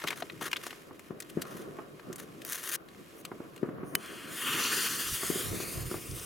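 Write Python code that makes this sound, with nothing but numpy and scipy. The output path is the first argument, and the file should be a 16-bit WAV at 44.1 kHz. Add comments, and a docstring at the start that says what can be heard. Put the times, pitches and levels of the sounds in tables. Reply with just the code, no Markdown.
"""Lighting a fuse at night

Outdoors, close to the microphone, a hand shifts a stick lighter among cardboard fireworks: taps, scrapes,
a rustling sleeve. Gas whistles, the piezo snaps, a jet flame roars, and the fuse flares and fizzes as the
microphone backs away, air ruffling it. Far off, fireworks thud and roll through the streets throughout."""
import sys
import numpy as np
from scipy import signal
from scipy.fft import rfft, irfft, next_fast_len
from scipy.io import wavfile
from scipy.ndimage import uniform_filter1d, map_coordinates

SR = 44100
rng = np.random.default_rng(int(sys.argv[2]) if len(sys.argv) > 2 else 0)


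def store_pcm(level_fs):
    """Save levels as 16-bit WAV."""
    pcm = np.round(np.clip(level_fs, -1, 1) * 32767).astype(np.int16)
    wavfile.write(sys.argv[1], SR, np.atleast_2d(pcm).T)


N = 275928

# stereo width of the place: f/Hz, side minus mid/dB
STEREO_WIDTH = [(60, 1), (110, -15), (200, -10.5), (380, -12.5), (700, -7.5), (1290, -5.5), (2380, -5),
                (4400, -3.5), (8120, -15.5), (15000, -25)]


def amp(db):
    """Decibels to gain."""
    return 10 ** (np.asarray(db) / 20)


def unit(x):
    """Scale to rms 1."""
    return x / np.sqrt(np.mean(x ** 2) + 1e-20)


def along(points, hz):
    """Read (f/Hz, value) points on a log frequency axis."""
    f, v = np.transpose(points)
    return np.interp(np.log(hz + 1), np.log(f + 1), v)


def clock(count=N):
    """Time of each sample in seconds."""
    return np.arange(count) / SR


def curve(points):
    """Join (t/s, value) points, one value per sample."""
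    return np.interp(clock(), *np.transpose(points))


def gate(start, end, rise, fall):
    """Straight ramps up from start and down from end, all in seconds."""
    return np.clip((clock() - start) / rise, 0, 1) * np.clip((end - clock()) / fall + 1, 0, 1)


def wobble(rate):
    """A smooth random curve, rate knots a second."""
    return map_coordinates(rng.standard_normal(int(N * rate / SR) + 4), [clock() * rate])


def filtered(x, response):
    """x through a complex response of frequency."""
    count = x.shape[-1]
    size = next_fast_len(count + 8192)
    return irfft(rfft(x, size) * response(np.fft.rfftfreq(size, 1 / SR)), size)[..., :count]


def struck(x, level_db, size=2048):
    """x through the minimum-phase filter whose gain is level_db(Hz)."""
    cepstrum = irfft(np.log(amp(level_db(np.fft.rfftfreq(size, 1 / SR))) + 1e-6))
    fold = np.r_[1, np.full(size // 2 - 1, 2), np.zeros(size // 2)]
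    return signal.fftconvolve(x, irfft(np.exp(rfft(cepstrum * fold))))[:len(x)]


def crest(x):
    """Scale so that the loudest two milliseconds have rms 1."""
    return x / np.sqrt(uniform_filter1d(x ** 2, 88).max())


def burst(count, t60):
    """Noise that dies by 60 dB in t60 seconds."""
    return rng.standard_normal(count) * amp(-60 * clock(count) / t60)


def impact(force, spectrum):
    """A short force coloured by a spectrum, its crest at rms 1."""
    return crest(struck(force, lambda hz: along(spectrum, hz)))


def panned(x, pan_db):
    """Stereo with the left pan_db above the right."""
    return x * amp([[pan_db / 2], [-pan_db / 2]])


def add(track, s, x):
    """Mix x into the track from time s."""
    part = track[..., max(round(s * SR), 0):][..., :x.shape[-1]]
    part += x[..., :part.shape[-1]]


def grains(rate, spread_db, count=N):
    """Tiny impulses of uneven size at random moments, about rate a second."""
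    sign, size = rng.standard_normal((2, count))
    fired = rng.random(count) < rate / SR
    return unit(fired * np.sign(sign) * amp(spread_db * np.clip(size, -2, 2)))


def spread(x, side_db):
    """Scatter from things near the microphone makes the two channels differ."""
    scatter = rng.standard_normal(400) * amp(np.linspace(0, -30, 400))
    side = signal.fftconvolve(x.mean(0), scatter / np.linalg.norm(scatter))[:N]
    side = filtered(side, lambda hz: amp(along(STEREO_WIDTH, hz) + side_db))
    return x + np.array([side, -side])


def rush(spectrum, side_db, source=None):
    """Stereo noise: a source of rms 1 in the middle, diffuse sound at the sides."""
    mid, side = rng.standard_normal((2, N))
    mid = filtered(mid if source is None else source, lambda hz: amp(along(spectrum, hz)))
    side = filtered(side, lambda hz: amp(along(spectrum, hz) + along(STEREO_WIDTH, hz) + side_db))
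    return np.array([mid + side, mid - side]) / mid.std()


def patchy(x, depth_db):
    """Turbulence: patches of the spectrum swell and sink on their own."""
    frames = signal.stft(x, nperseg=512)[2]
    field = uniform_filter1d(rng.standard_normal(frames.shape[1:]), size=7, axis=0)
    field = uniform_filter1d(field, size=14, axis=1)
    return signal.istft(frames * amp(depth_db * unit(field)), nperseg=512)[1][:, :N]


def night_air():
    """The bed of the place: a faint hiss and a low rumble."""
    # spectra: f/Hz, level/dB
    hiss = [(1760, 4), (3000, 8.5), (8680, -7.5), (11100, 5), (14500, -1), (16500, 0)]
    rumble = [(15, -16), (50, -4), (120, -2), (400, -73)]
    return amp(-68.5) * rush(hiss, side_db=3) + amp(-71.5) * rush(rumble, side_db=1)


def sleeve():
    """Close by, cloth rustles softly as the arm moves, and its creases tick."""
    # rustle as the arm moves: t/s, level/dB
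    arm_motion = [(0.0, -49), (0.28, -59), (0.75, -54), (0.91, -66), (1.07, -61.5), (1.16, -73),
                  (1.27, -61.5), (1.48, -60), (1.88, -64), (2.58, -60), (2.81, -73), (2.95, -61.5),
                  (3.12, -60), (3.28, -64), (3.6, -63.5), (3.8, -80)]
    # cloth spectrum: f/Hz, level/dB
    rustle = [(590, -4), (1000, 11), (2650, 9), (3160, 6.5), (4380, 2), (6380, 2.5), (12700, 0.5),
              (16500, -11)]
    crease = rng.standard_normal(200) * amp(np.linspace(0, -30, 200))
    ticks = unit(signal.fftconvolve(grains(rate=90, spread_db=4.5), crease)[:N])
    cloth = grains(rate=2500, spread_db=2) + amp(-5.5) * ticks
    return amp(curve(arm_motion) + 0.95 * wobble(35)) * rush(rustle, side_db=2, source=cloth)


def taps():
    """Near and a little left, each knock on dead cardboard is a tick and a short crunch of fibres."""
    # lighter and finger knocks: t/s, relative level/dB, spot resonance/Hz, treble/dB, rise/s
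    knocks = [(0.015, -28.5, 1720, -33, 0.0031), (0.039, -21, 1550, -13, 0.0013),
              (0.074, -18, 2790, -10.5, 0.0029), (0.0833, -18, 3500, -13, 0.0014),
              (0.105, -18, 2230, -9, 0.0016), (0.128, -23.5, 2080, -22, 0.0018),
              (0.2223, -19.5, 736, -22, 0.00099), (0.2979, -27, 2250, -48, 0.00051),
              (0.4123, -25, 1430, -10, 0.0028), (0.5145, -25.5, 2860, -8, 0.0011),
              (0.5301, -13.5, 2560, -17.5, 0.00056), (0.56, -22, 2920, -63, 0.00052),
              (0.5663, -22, 3740, -12, 0.0022), (0.666, -23, 684, -6, 0.0011),
              (0.7064, -28, 3220, -12, .0012), (0.7282, -30.5, 1020, -17, 0.00077),
              (0.9935, -34.5, 2020, -4, 0.00045), (1.2026, -25, 9900, -4.5, .0012),
              (1.222, -33, 5000, -8, .0011), (1.2994, -36, 3120, -1, 0.0036),
              (1.4194, -22, 4200, -1.5, 0.0027), (1.452, -31.5, 1340, -13, .0012),
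              (1.9955, -35.5, 1430, -19, 0.0015), (2.1277, -29.5, 6330, -3, 0.00027),
              (2.158, -30, 9250, 2, .0005), (2.4179, -32, 3520, -5, 0.0011),
              (2.8853, -40.5, 4150, -11, .0005), (2.9465, -43, 2060, -15, .0009),
              (3.251, -25.5, 2740, -6, 0.0012), (3.562, -38, 2480, -4, .001),
              (3.5774, -38.5, 2780, -10, 0.00045)]
    # cardboard spectrum: f/Hz, level/dB
    cardboard = [(150, -30), (330, -4), (600, -5.5), (1230, -1), (2400, -4.5), (3900, -8), (5100, -9.5),
                 (9000, -7), (13000, -8), (16500, -16)]
    t60_s = 0.031
    out, t = np.zeros(N), clock(6000) - 0.02
    for s, db, spot_hz, treble_db, rise in knocks:
        shape = np.exp(np.minimum(t, 0) / rise) * amp(-60 * np.maximum(t, 0) / t60_s)
        sharpness = 7 * np.exp(-rise / 0.0024)  # slow contacts hardly tick
        tick = sharpness * signal.unit_impulse(len(t), np.argmax(shape))
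        crunch = shape * grains(rate=15000, spread_db=2, count=len(t))
        # the lower a spot rings, the more of the box moves with it
        body_db = min(-8 - 20.5 * np.log2(spot_hz / 2400), 4.5)
        colour = [(600, body_db), (1500, 0), (4000, 0), (8000, treble_db + 3)]
        spot = lambda hz: 7 / (1 + ((hz - spot_hz) / (0.2 * spot_hz)) ** 2)
        hit = struck(tick + crunch, lambda hz: along(cardboard, hz) + along(colour, hz) + spot(hz))
        add(out, s - 0.019, amp(db - 10) * crest(hit))
    return panned(out, pan_db=3)


def far_fireworks():
    """Each far thud arrives weakly, then slaps off a house front; scattered echoes merge into a roll."""
    # far firework thuds and their distinct echoes: t/s, relative level/dB, crack/dB, left minus right/dB
    arrivals = [(0.042, -31, -2, 0), (0.222, -37, -12, -1), (0.414, -33, -6, 5), (0.906, -40, -1.5, -0.5),
                (1.103, -29, -13.5, 9), (1.368, -20.5, -29, 9), (1.518, -36.5, -20, -1),
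                (1.595, -36, -20, -5), (1.784, -34, -3.5, -5), (2.097, -31.5, -19, -2),
                (3.313, -32, -2.5, -1), (3.399, -31, -12.5, -3), (3.627, -19, -22, 10.5),
                (3.684, -28, -14, -2), (3.778, -35.5, -11, -4), (3.828, -29, -11, 2),
                (5.229, -29.5, -3, -1), (5.297, -20.5, -18, 9), (5.354, -24, -28, -3),
                (5.598, -28, -9.5, 2.5), (5.91, -26.5, -7, 1), (5.938, -29.5, -3.5, 1)]
    # spectra of thud, crack and echoes from far off: f/Hz, level/dB
    thud_spectrum = [(35, -63), (70, -18), (140, 0), (260, 3), (370, 9.5), (480, -3), (870, -24),
                     (1300, -60), (2200, -102)]
    crack_spectrum = [(300, -33.5), (700, 2), (1200, 3.5), (2000, -9.5), (3500, -27), (8000, -46)]
    echo_spectrum = [(15, -62), (25, -45.5), (151, -1), (229, -4), (320, 0), (357, 0), (711, -12.5),
                     (868, -23.5), (1110, -12.5), (1840, -23), (2010, -27), (2250, -29), (3070, -37),
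                     (3280, -82), (5000, -61), (6500, -68), (11000, -120)]
    echo_t60_s, roll_t60_s, roll_rise_s = 0.41, 3.66, 0.18
    out, t = np.zeros((2, N)), clock(SR)
    far_rumble = amp(-55)  # countless fireworks too far off to tell apart
    tiny_lift = amp(-47) * gate(4.8, 4.6, rise=0.06, fall=0.26)  # near 4.83 s, buried under the rumble
    roll_power = far_rumble ** 2 + tiny_lift ** 2
    for s, db, crack_db, pan_db in arrivals:
        push = np.exp(-t / 0.00019) + 0.2 * burst(SR, t60=0.055)
        thud = impact(push, thud_spectrum)
        crack = impact(burst(SR, t60=0.041), crack_spectrum)
        lead = filtered(thud, lambda hz: 1 / (1 + (hz / 400) ** 2))
        slap = panned(thud + amp(crack_db - 1) * crack, pan_db)
        # near house fronts answer first
        echoes = filtered(rng.standard_normal((2, SR)), lambda hz: amp(along(echo_spectrum, hz)))
        echoes = unit(echoes + 0.29 * echoes[::-1])
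        echo_db = -11 - 0.27 * (db + 30)  # louder arrivals have a clearer path, so less is scattered
        echoes *= amp(echo_db - 60 * t / echo_t60_s) * (1 - np.exp(-t / 0.0016))
        add(out, s - 0.002, amp(db - 13.5) * lead)
        add(out, s + 0.00302, amp(db - 2.5) * (slap + echoes))
        # then the farther streets do
        age = np.maximum(clock() - s, 0)
        roll_power += (amp(db - 24.5 - 60 * age / roll_t60_s) * np.minimum(age / roll_rise_s, 1)) ** 2
    roll_gain = np.sqrt(roll_power) * amp(1.2 * wobble(26))
    roll = roll_gain * patchy(rush(echo_spectrum, side_db=7), depth_db=2.5)
    return out + panned(roll, pan_db=0.7)


def scrapes():
    """Close by, hand and lighter stick and slip over cardboard; fibres catch and snap free."""
    # strokes: start/s, end/s, first level/dB, last level/dB, tilt/(dB per octave)
    strokes = [(0.111, 0.141, -39.5, -48, -8.5), (0.157, 0.215, -43, -50, -5),
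               (0.409, 0.49, -41, -36.5, -6), (0.629, 0.685, -44.5, -46.5, -5),
               (1.454, 1.648, -54, -55, -4.5), (2.179, 2.249, -46.5, -55.5, -4.5),
               (2.447, 2.498, -49, -42.5, -2), (2.497, 2.575, -39, -41, -3),
               (2.567, 2.636, -43.5, -46.5, -3), (2.626, 2.765, -41, -33.5, -2.5),
               (3.133, 3.219, -73.5, -50, 0.5)]
    # fibres that catch hard: t/s, level/dB
    hard_catches = [(2.194, -42), (2.4497, -32), (2.498, -30.5), (2.523, -25), (2.531, -28.5), (2.552, -31),
                    (2.723, -28), (2.755, -31)]
    # friction spectrum: f/Hz, level/dB
    friction = [(60, -54), (350, -6), (850, -16.5), (1100, -5.5), (1750, 1), (2400, -5.5), (3200, -2.5),
                (5200, -5.5), (6300, 0.5), (7700, -5), (9700, 4), (12500, 2.5), (16500, -2)]
    out = np.zeros(N)
    snap = lambda: burst(1000, t60=0.0094)
    light_catches = unit(signal.fftconvolve(grains(rate=140, spread_db=6), snap())[:N])
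    slips = grains(rate=9900, spread_db=3) * amp(3.6 * wobble(220)) + amp(-7) * light_catches
    for start, end, first_db, last_db, tilt_db in strokes:
        count = round((end - start) * SR)
        contact = slips[round(start * SR):][:count] * signal.windows.tukey(count, 0.15)
        tilt = lambda hz: tilt_db * np.log2(np.maximum(hz, 900) / 4000)
        stroke = filtered(contact, lambda hz: amp(along(friction, hz) + tilt(hz)))
        add(out, start, unit(stroke) * amp(np.linspace(first_db, last_db, count)))
    for s, db in hard_catches:
        add(out, s, amp(db) * impact(snap(), friction))
    return panned(out, pan_db=2.5)


def lighter():
    """Close by, gas whistles in the nozzle, the piezo hammer strikes the case and a jet flame lights."""
    # nozzle resonances: f/Hz, width/Hz, level/dB
    nozzle_modes = [(6470, 1700, -1.5), (8300, 550, -6), (9560, 680, 3), (10500, 700, -1.5),
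                    (12800, 2000, -2)]
    # modes of case and spring: f/Hz, level/dB, t60/s
    case_modes = [(206, -14.5, 0.045), (1070, -10, 0.015), (1660, -1.5, 0.01), (2040, -0.5, 0.018),
                  (2400, -6, 0.012), (3000, -8.5, 0.051), (4080, -12, 0.014), (5070, -3.5, 0.0088),
                  (6400, -11, 0.016), (8950, -16, 0.047), (10120, -4.5, 0.018), (11800, -1, 0.012),
                  (15250, -31, .08)]
    # trigger, hammer, rebound and a last small tick: t/s, level/dB
    clicks = [(3.9508, -37), (3.9524, -17), (3.955, -33), (4.061, -44)]
    # spectra of the flame and of a click: f/Hz, level/dB
    jet_spectrum = [(350, -34), (800, -19), (1100, -1.5), (1600, 1.5), (2200, -4), (3300, -1), (3750, -16),
                    (4200, -7), (5300, -16), (6000, -17), (8800, -12), (9500, -24), (14000, -18),
                    (16500, -27)]
    click_spectrum = [(500, -20), (1200, 3), (4300, -1), (6000, 0), (12000, 0), (16000, 0.5)]
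    valve = gate(3.835, 4.4, rise=0.038, fall=0.1)
    lit = gate(3.964, 4.35, rise=0.077, fall=0.16)
    nozzle = lambda hz: sum(amp(db) * 1j * hz * width / (centre ** 2 - hz ** 2 + 1j * hz * width)
                            for centre, width, db in nozzle_modes) ** 2
    whistle = unit(filtered(rng.standard_normal(N), nozzle))
    gas = amp(-61 + 4 * lit) * valve * whistle  # louder once lit
    piezo, t = np.zeros(N), clock(4000)
    ring = crest(sum((-1) ** k * amp(db - 60 * t / t60) * np.sin(2 * np.pi * hz * t)
                     for k, (hz, db, t60) in enumerate(case_modes)))
    for s, db in clicks:
        crack = impact(burst(len(t), t60=0.0089), click_spectrum)
        add(piezo, s, amp(db) * (amp(-3.5) * ring + crack))
    flame = amp(-48.5 + 0.28 * wobble(28)) * lit * patchy(rush(jet_spectrum, side_db=-8.5), depth_db=1)
    return spread(panned(gas + piezo, pan_db=2.5), side_db=-9.5) + panned(flame, pan_db=1.5)


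def fuse():
    """Powder flares in a rush of gas, sputters, pops and fizzes in countless sparks."""
    # strength of the burn: t/s, level/dB
    strength = [(4.3, -41), (4.396, -41), (4.598, -38), (4.972, -38), (5.01, -38.5), (5.076, -36.5),
                (5.456, -39.5), (5.488, -44.5), (5.63, -41.5), (5.864, -48), (5.902, -43), (6.032, -49.5),
                (6.162, -46), (6.25, -48)]
    # specks of powder popping: t/s, relative level/dB
    spits = [(4.639, -22.5), (5.2654, -28), (5.774, -35), (6.1118, -33.5), (6.1956, -35)]
    # spectra of rushing gas, sputtering powder and sparks: f/Hz, level/dB
    gas = [(71, -29), (120, -12.5), (357, -4), (456, -5), (598, -17.5), (797, -15), (1080, -4),
           (1390, -3.5), (1590, -5), (1810, -3.5), (2240, -4.5), (2780, -3), (3700, -6.5), (4810, -69),
           (8140, -120)]
    powder = [(2500, -48), (3300, -7), (3750, -2), (4300, -1), (5000, -0.5), (6200, -0.5), (7300, 1),
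              (8500, -29), (11000, -40)]
    sparks = [(5000, -24), (7500, -8.5), (8300, -1.5), (8700, -4), (9400, 1), (10300, -1.5), (11600, -4),
              (13300, -2.5), (15100, -8), (16400, -8.5)]
    burn_db = curve(strength)
    flicker_db = 1.12 * wobble(45)
    # the primed tip burns fiercely, first with gas and then with sputtering powder
    flare_db = burn_db - 5.5 + 10.84 * gate(4.307, 4.59, rise=0.18, fall=0.54)
    sputter_db = burn_db - 6.5 + 5.9 * gate(4.52, 4.73, rise=0.14, fall=0.44)
    flare = amp(flare_db + 0.45 * wobble(120)) * rush(gas, side_db=-6.5)
    sputter = amp(sputter_db) * rush(powder, side_db=-5.5, source=grains(rate=11000, spread_db=1))
    fizz = amp(burn_db + 0.5) * rush(sparks, side_db=-2.5, source=grains(rate=20000, spread_db=5))
    alight = gate(4.27, 7, rise=0.14, fall=0.01)
    burn = patchy(flare + sputter + fizz, depth_db=1.8) * amp(flicker_db) * alight
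    for s, db in spits:
        add(burn, s, amp(db - 8.5) * impact(burst(1000, t60=0.016), powder))
    return burn


def backing_away(burn):
    """As the microphone retreats, the fuse's ground bounce first lags further, then closes in."""
    # lag of the ground bounce: t/s, delay/ms
    bounce_delay = [(4.0, 0.4), (4.5, 0.685), (4.9, 0.66), (5.3, 0.62), (5.6, 0.477), (6.2, 0.34)]
    # where the fire sits in the stereo image: f/Hz, left minus right/dB
    balance = [(60, -2.0), (110, -8), (200, -5), (380, 0.5), (700, 3), (1290, 2), (2380, 3.5), (4400, -0.5),
               (8120, 0.5), (15000, 1)]
    bounce_gain = [(1000, 0.25), (5000, 0.34), (12000, 0.055)]  # f/Hz, gain
    delayed_s = clock() - curve(bounce_delay) / 1000
    bounce = np.array([map_coordinates(channel, [delayed_s * SR]) for channel in burn])
    bounce = filtered(bounce, lambda hz: along(bounce_gain, hz))
    return filtered(burn + bounce, lambda hz: amp(np.outer([1, -1], along(balance, hz)) / 2))


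def wind():
    """Air tumbles over the microphone ports in puffs as it is carried back."""
    # puffs: t/s, length/s, relative level/dB
    puffs = [(5.108, 0.031, -44), (5.284, .1, -59), (5.432, 0.086, -39.5), (5.553, 0.064, -53),
             (5.743, 0.13, -40), (5.941, 0.03, -43), (6.082, .14, -47.5)]
    # buffeting spectrum: f/Hz, level/dB
    buffeting = [(15, -16), (35, -4), (70, 2), (120, 3), (170, -6), (300, -32), (900, -92)]
    flow = amp(-58) * gate(4.8, 7, rise=0.2, fall=0.01)  # a light draught between the puffs
    for start, length, db in puffs:
        flow += amp(db - 3) * gate(start, start + length, rise=0.016, fall=0.032)
    eddies = rush(buffeting, side_db=-0.5)
    return panned(flow * amp(2.6 * wobble(16)) * eddies, pan_db=-3)


def scene():
    """Handling and fire in the foreground, fireworks and night air far behind."""
    handling = spread(taps() + scrapes(), side_db=-7) + sleeve()
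    return handling + lighter() + backing_away(fuse()) + far_fireworks() + wind() + night_air()


def record(dry):
    """A short inverted echo in the microphone housing ripples the treble; the top cuts off steeply."""
    # echo in the housing: f/Hz, gain
    housing_echo = [(500, 0.0067), (1500, 0.022), (3000, 0.29), (5000, 0.41), (7000, 0.64), (9000, 0.041),
                    (14000, 0.033)]
    lag_s, top_hz = 0.003008, 16550
    rippled = filtered(dry, lambda hz: 1 - along(housing_echo, hz) * np.exp(-2j * np.pi * hz * lag_s))
    return filtered(rippled, lambda hz: np.clip((top_hz - hz) / 500 + 0.5, 0, 1))


dry = scene()
out = record(dry)
store_pcm(out)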